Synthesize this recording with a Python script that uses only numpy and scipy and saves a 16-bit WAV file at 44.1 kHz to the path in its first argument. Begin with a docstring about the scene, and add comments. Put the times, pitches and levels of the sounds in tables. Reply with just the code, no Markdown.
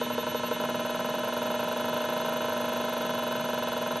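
"""A humming spindle, singing bearings and a rush of fan air: an old hard drive runs close by on a table. Almost
at once its stepper motor swings the heads through a few long sweeps, then shuttles them in and out in short
seeks. Each move jolts the chassis into ringing, while the motor whines and whistles, the arm rattles and the
coils sizzle. Long outward sweeps also make the arm itself thud."""
import sys
import numpy as np
from scipy import signal
from scipy.fft import rfft, irfft, next_fast_len
from scipy.io import wavfile
from scipy.ndimage import map_coordinates

SR = 44100
rng = np.random.default_rng(int(sys.argv[2]) if len(sys.argv) > 2 else 0)


def master_out(mix):
    """Clip the mix to full scale and print it as 16-bit PCM to the path in sys.argv[1]."""
    frames = np.transpose(np.atleast_2d(mix))
    ceiling = np.clip(frames, -1, 1)
    pcm = np.round(ceiling * 32767).astype(np.int16)
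    wavfile.write(sys.argv[1], SR, pcm)


N = 176400


def amp(db):
    """Decibels to gain."""
    return 10 ** (np.asarray(db) / 20)


def along(points, hz):
    """Read a curve of (Hz, value) points on a log frequency axis."""
    freqs, values = np.transpose(points)
    return np.interp(np.log(hz + 1), np.log(freqs + 1), values)


def wobble(rate):
    """A smooth random curve, rate knots a second."""
    return map_coordinates(rng.standard_normal(int(N * rate / SR) + 4), [np.arange(N) * rate / SR])


def filtered(x, response):
    """EQ x with a gain that is a function of Hz."""
    size = next_fast_len(N + SR // 2)
    return irfft(rfft(x, size) * response(np.fft.rfftfreq(size, 1 / SR)), size)[..., :N]


def add(track, start, sound):
    """Mix a sound into a track at start seconds."""
    part = track[..., max(round(start * SR), 0):][..., :sound.shape[-1]]
    part += sound[..., :part.shape[-1]]


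# Low hum, singing ball bearings and high motor whine. Each row: pitch in Hz, rms level in dB.
SPINDLE_HUM = [(120.1, -72), (240.2, -39.5), (360.4, -54)]
BEARING_TONES = [(1846, -60), (1879, -62), (2374, -63), (2735, -61), (2848, -60), (3316, -60), (3424, -52),
                 (3634, -63), (3741, -63), (4124, -67)]
MOTOR_WHINE = [(5766, -64), (5954, -66), (6002, -65), (6245, -58), (6304, -61), (6487, -60), (6724, -71),
               (6966, -69), (7208, -70), (7687, -75), (7865, -77), (8269, -72), (8409, -73)]
# Balls pass a flaw in the race, and the turning cage sways that rate.
# Each row: multiple of BALL_PASS_HZ, rms level in dB, phase sway in radians.
RACE_FLAW_TONES = [(4, -51, .2), (5, -55, .3), (6, -55, .8), (7, -47, 1.4), (8, -54, 1.9), (9, -52, 2.2),
                   (10, -56, .9), (11, -66, 1.2)]
BALL_PASS_HZ, CAGE_HZ = 425.3, 21.7
OVERSPEED, SETTLE_S, SPEED_WANDER = .008, .3, .00015
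TONE_WAVER_DB, TONE_WIDTH = .8, .22


def spindle():
    """Hum, bearings and motor whine all follow one shaft as it settles from a slight overshoot."""
    speed = 1 + OVERSPEED * np.exp(-np.arange(N) / SR / SETTLE_S) + SPEED_WANDER * wobble(5)
    phase_per_hz = 2 * np.pi * np.cumsum(speed) / SR
    steady = [(hz, db, 0) for hz, db in [*SPINDLE_HUM, *BEARING_TONES, *MOTOR_WHINE]]
    swaying = [(k * BALL_PASS_HZ, db, sway) for k, db, sway in RACE_FLAW_TONES]
    out = np.zeros((2, N))
    for hz, db, sway in steady + swaying:
        offset, cage_offset, side_offset = rng.uniform(0, 2 * np.pi, 3)
        phase = hz * phase_per_hz + offset + sway * np.sin(CAGE_HZ * phase_per_hz + cage_offset)
        width = TONE_WIDTH * along([(3000, .25), (4000, 1.2)], hz)  # high tones spread wider
        side = width * np.sin(phase + side_offset)
        level = np.sqrt(2) * amp(db + TONE_WAVER_DB * wobble(9))
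        out += level * (np.sin(phase) + np.array([side, -side]))
    return out


# Stereo image of every noise layer. Each row: frequency in Hz, left-right correlation.
NOISE_IMAGE = [(30, .8), (120, .97), (1000, .94), (2500, .98), (4000, .8), (12000, .8)]
CASE_SPACING_HZ, CASE_RIPPLE_DB = 45, 4


def case_noise(spectrum):
    """Coloured stereo noise of rms 1, its highs rippled by the case's many small resonances."""
    knots = rng.standard_normal(SR // 16)

    def mid_side_eq(hz):
        ripple_db = CASE_RIPPLE_DB * map_coordinates(knots, [hz / CASE_SPACING_HZ])
        ripple_db *= along([(900, 0), (1800, 1)], hz)
        spread = np.arccos(np.clip(along(NOISE_IMAGE, hz), -1, 1)) / 2
        return amp(along(spectrum, hz) + ripple_db) * [np.cos(spread), np.sin(spread)]

    mid, side = filtered(rng.standard_normal((2, N)), mid_side_eq)
    pair = np.array([mid + side, mid - side])
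    return pair / pair.std()


# Colour of the rushing air. Each row: frequency in Hz, relative level in dB.
AIR_EQ = [(25, -22), (55, -22), (80, -12), (105, -5), (170, 1.5), (260, -2), (400, -4), (470, -1),
          (560, -5), (720, -13), (950, -5), (1170, -15), (1400, -10), (2000, -20.5), (2800, -12),
          (3800, -21), (5200, -27), (6200, -24), (7500, -30), (10300, -27.5), (12200, -32), (13300, -45),
          (15500, -58)]


def fan_air(level_db=-40.5):
    """Fan and platters stir up a steady bed of air."""
    return amp(level_db) * case_noise(AIR_EQ)


# Cues for the long sweeps. Each row: start in seconds, direction (0 out, 1 in).
SWEEP_CUES = [(.012, 0), (.099, 1), (.1785, 0), (.265, 1), (.3445, 0), (.4315, 1), (.511, 0)]
# Cues for the short round trips. Each row: inward start in seconds, outward start in seconds.
SHUTTLE_CUES = [(0.599, 0.6373), (0.6878, 0.7438), (0.7927, 0.849), (0.8941, 0.9454), (0.9914, 1.045),
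                (1.0872, 1.1383), (1.1821, 1.2337), (1.2733, 1.3239), (1.3651, 1.4164), (1.4553, 1.5016),
                (1.5405, 1.5916), (1.6279, 1.674), (1.7126, 1.7612), (1.7973, 1.843), (1.8814, 1.9278),
                (1.9635, 2.0047), (2.0407, 2.0869), (2.1225, 2.1635), (2.2006, 2.2465), (2.282, 2.3227),
                (2.36, 2.4056), (2.4431, 2.4835), (2.5208, 2.5638), (2.6015, 2.6418), (2.6791, 2.72),
                (2.7598, 2.7999), (2.8393, 2.8816), (2.9238, 2.9658), (3.0075, 3.0497), (3.0923, 3.1366),
                (3.1784, 3.2228), (3.2655, 3.3099), (3.3518, 3.3963), (3.4412, 3.4875), (3.5315, 3.576),
                (3.6231, 3.6718), (3.718, 3.7644), (3.812, 3.8609), (3.9073, 3.9561)]
# The arm's four moves. Each lists: seconds from the cue to full speed, to braking, to the stop
# and to the whistle's peak, then the level in dB of each of the three whine harmonics.
SWEEP_OUT = (.0033, .0495, .0542, .029, -50, -45.5, -62)
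SWEEP_IN = (.0047, .0495, .0542, .037, -47, -58, -64)
SEEK_IN = (.00598, .01451, .01875, .0115, -50, -50, -64)
SEEK_OUT = (.00671, .01439, .0203, .0145, -45.5, -53, -62)
# Jolts as the arm starts, reaches speed, brakes and stops. Each row: delay in seconds, strength in dB.
SWEEP_OUT_JOLTS = [(.001, 7.5), (.0088, -1), (.0505, 3.5), (.0583, -3)]
SWEEP_IN_JOLTS = [(.002, 7.5), (.0098, 0), (.0505, 1.5), (.0583, -5)]
SEEK_IN_JOLTS = [(.00068, 6.9), (.01019, -8.8), (.01514, 3.3), (.02053, -4.9)]
SEEK_OUT_JOLTS = [(.00038, 6.9), (.00824, -12.6), (.01486, 3.5), (.01706, -6)]


def seeks():
    """Every trip of the head arm as (start in seconds, move, jolts)."""
    trips = [(start, SWEEP_IN, SWEEP_IN_JOLTS) if inward else (start, SWEEP_OUT, SWEEP_OUT_JOLTS)
             for start, inward in SWEEP_CUES]
    trips += [(start, SEEK_IN, SEEK_IN_JOLTS) for start, _ in SHUTTLE_CUES]
    trips += [(start, SEEK_OUT, SEEK_OUT_JOLTS) for _, start in SHUTTLE_CUES]
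    return trips


def arm_thud(hz=478, gain_db=-22, rise_s=.004, t60_s=.06):
    """The arm gives a hollow knock of its own as it sets off on a long outward sweep."""
    out, t = np.zeros(N), np.arange(SR // 5) / SR
    attack = 1 - np.exp(-(t / rise_s) ** 2)
    knock = -np.sin(2 * np.pi * hz * t) * attack * amp(-60 * t / t60_s)
    for start, inward in SWEEP_CUES:
        if not inward:
            add(out, start, amp(gain_db) * knock)
    return out


# Colours of the arm's rattle and the coils' sizzle. Each row: frequency in Hz, relative level in dB.
RATTLE_EQ = [(600, -30), (850, -5), (1030, 0), (1170, -12), (1300, -4), (1530, 0), (1700, -15), (2800, -7),
             (3700, -9), (4300, -12), (5200, -24), (10000, -45)]
SIZZLE_EQ = [(4200, -25), (4850, -3), (5500, -11), (6500, -25), (9200, -16), (10100, -6), (11000, -7),
             (11650, 1), (12150, 0), (12600, -8), (13200, -20), (14000, -17), (15500, -32)]
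RATTLE_DB, RATTLE_RELEASE_S, SIZZLE_DB = -46.5, .008, -50
STEP_HZ, WHISTLE_HZ = 912, 11845  # both at full speed
WHINE_HARMONICS = (3, 4, 6)
WHISTLE_GAIN_DB, WHISTLE_SAG, WHISTLE_SPREAD_RAD = -41.7, .025, .3
SWELL_FLOOR, SWELL_WIDTH = .28, .16  # width is a share of the move's length


def stepper():
    """The motor whines and whistles with the arm's speed, rattles the arm and sizzles on speed ramps."""
    tones, moving, ramping = np.zeros((2, N)), np.zeros(N), np.zeros(N)
    t = np.arange(SR // 10) / SR
    for start, (at_speed, braking, stopped, peak, *whine_db), _ in seeks():
        speed = np.clip(np.minimum(t / at_speed, (stopped - t) / (stopped - braking)), 0, 1)
        step_phase = 2 * np.pi * STEP_HZ * np.cumsum(speed) / SR
        whine = speed * sum(amp(db) * np.sin(k * step_phase) for k, db in zip(WHINE_HARMONICS, whine_db))
        swell = SWELL_FLOOR + np.exp(-.5 * ((t - peak) / (SWELL_WIDTH * stopped)) ** 2)
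        whistle_hz = WHISTLE_HZ * (1 - WHISTLE_SAG * (1 - speed))
        phase = 2 * np.pi * np.cumsum(whistle_hz) / SR + rng.uniform(0, 2 * np.pi)
        whistle = speed * swell * np.sin([phase + WHISTLE_SPREAD_RAD, phase - WHISTLE_SPREAD_RAD])
        add(tones, start, whine + amp(WHISTLE_GAIN_DB) * whistle)
        add(moving, start, np.exp(-np.maximum(t - stopped, 0) / RATTLE_RELEASE_S))
        add(ramping, start, 2 * np.sqrt(speed * (1 - speed)))  # peaks at half speed
    rattle = amp(RATTLE_DB) * moving * case_noise(RATTLE_EQ)
    sizzle = amp(SIZZLE_DB) * ramping * case_noise(SIZZLE_EQ)
    return tones + rattle + sizzle


# The chassis ring, whose close pairs swell before they fade, and the arm's bright tick.
# Each row: pitch in Hz, gain in dB, seconds to fade by 60 dB.
CHASSIS_MODES = [(487, -35.6, .074), (612, -33.5, .13), (646, -35.7, .095), (783, -46, .134),
                 (849, -49.8, .186), (904, -35.4, .029), (985, -23.4, .02), (1036, -20.5, .057),
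                 (1038, -23.6, .096), (1107, -58, .2), (1301, -25, .063), (1300, -27.2, .092),
                 (1377, -50, .092), (1527, -34, .075), (1519, -37.4, .115), (1745, -58, .2)]
ARM_MODES = [(1910, -59, .06), (2774, -54, .06), (3080, -48, .014), (3750, -54, .03), (4850, -56, .025)]
JOLT_SCATTER_DB, JOLT_JITTER_S, RING_UP_CYCLES = .4, .00004, .1
LOW_CUT_HZ = 170  # the small chassis gives off little below this


def chassis_jolts():
    """Each change of the arm's acceleration is a jolt: the chassis rings and the arm ticks."""
    impulses, t = np.zeros(N), np.arange(SR // 5) / SR
    for start, _, jolts in seeks():
        for (delay, db), sign in zip(jolts, (1, -1, -1, 1)):
            jitter_s, scatter_db = rng.standard_normal(2) * [JOLT_JITTER_S, JOLT_SCATTER_DB]
            add(impulses, start + delay + jitter_s, sign * amp([db + scatter_db]))
    ring = np.zeros_like(t)
    for k, (hz, db, t60) in enumerate([*CHASSIS_MODES, *ARM_MODES]):
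        envelope = (1 - np.exp(-hz * t / RING_UP_CYCLES)) * amp(db - 60 * t / t60)
        ring += (-1) ** k * envelope * np.sin(2 * np.pi * hz * t)  # neighbours start in opposite phase
    knocks = signal.fftconvolve(impulses, ring)[:N]
    return filtered(knocks, lambda hz: hz ** 4 / (hz ** 4 + LOW_CUT_HZ ** 4))


def scene(left_db=-.2, right_db=.2):
    """The seeks over the bed of spindle and air, leaning a touch to the right."""
    mix = chassis_jolts() + arm_thud() + stepper() + spindle() + fan_air()
    return mix * amp([[left_db], [right_db]])


HIGH_CUT_HZ = 15750


def record(dry):
    """A brick-wall high cut trims the very top of the mix."""
    return filtered(dry, lambda hz: hz < HIGH_CUT_HZ)


dry = scene()
out = record(dry)
master_out(out)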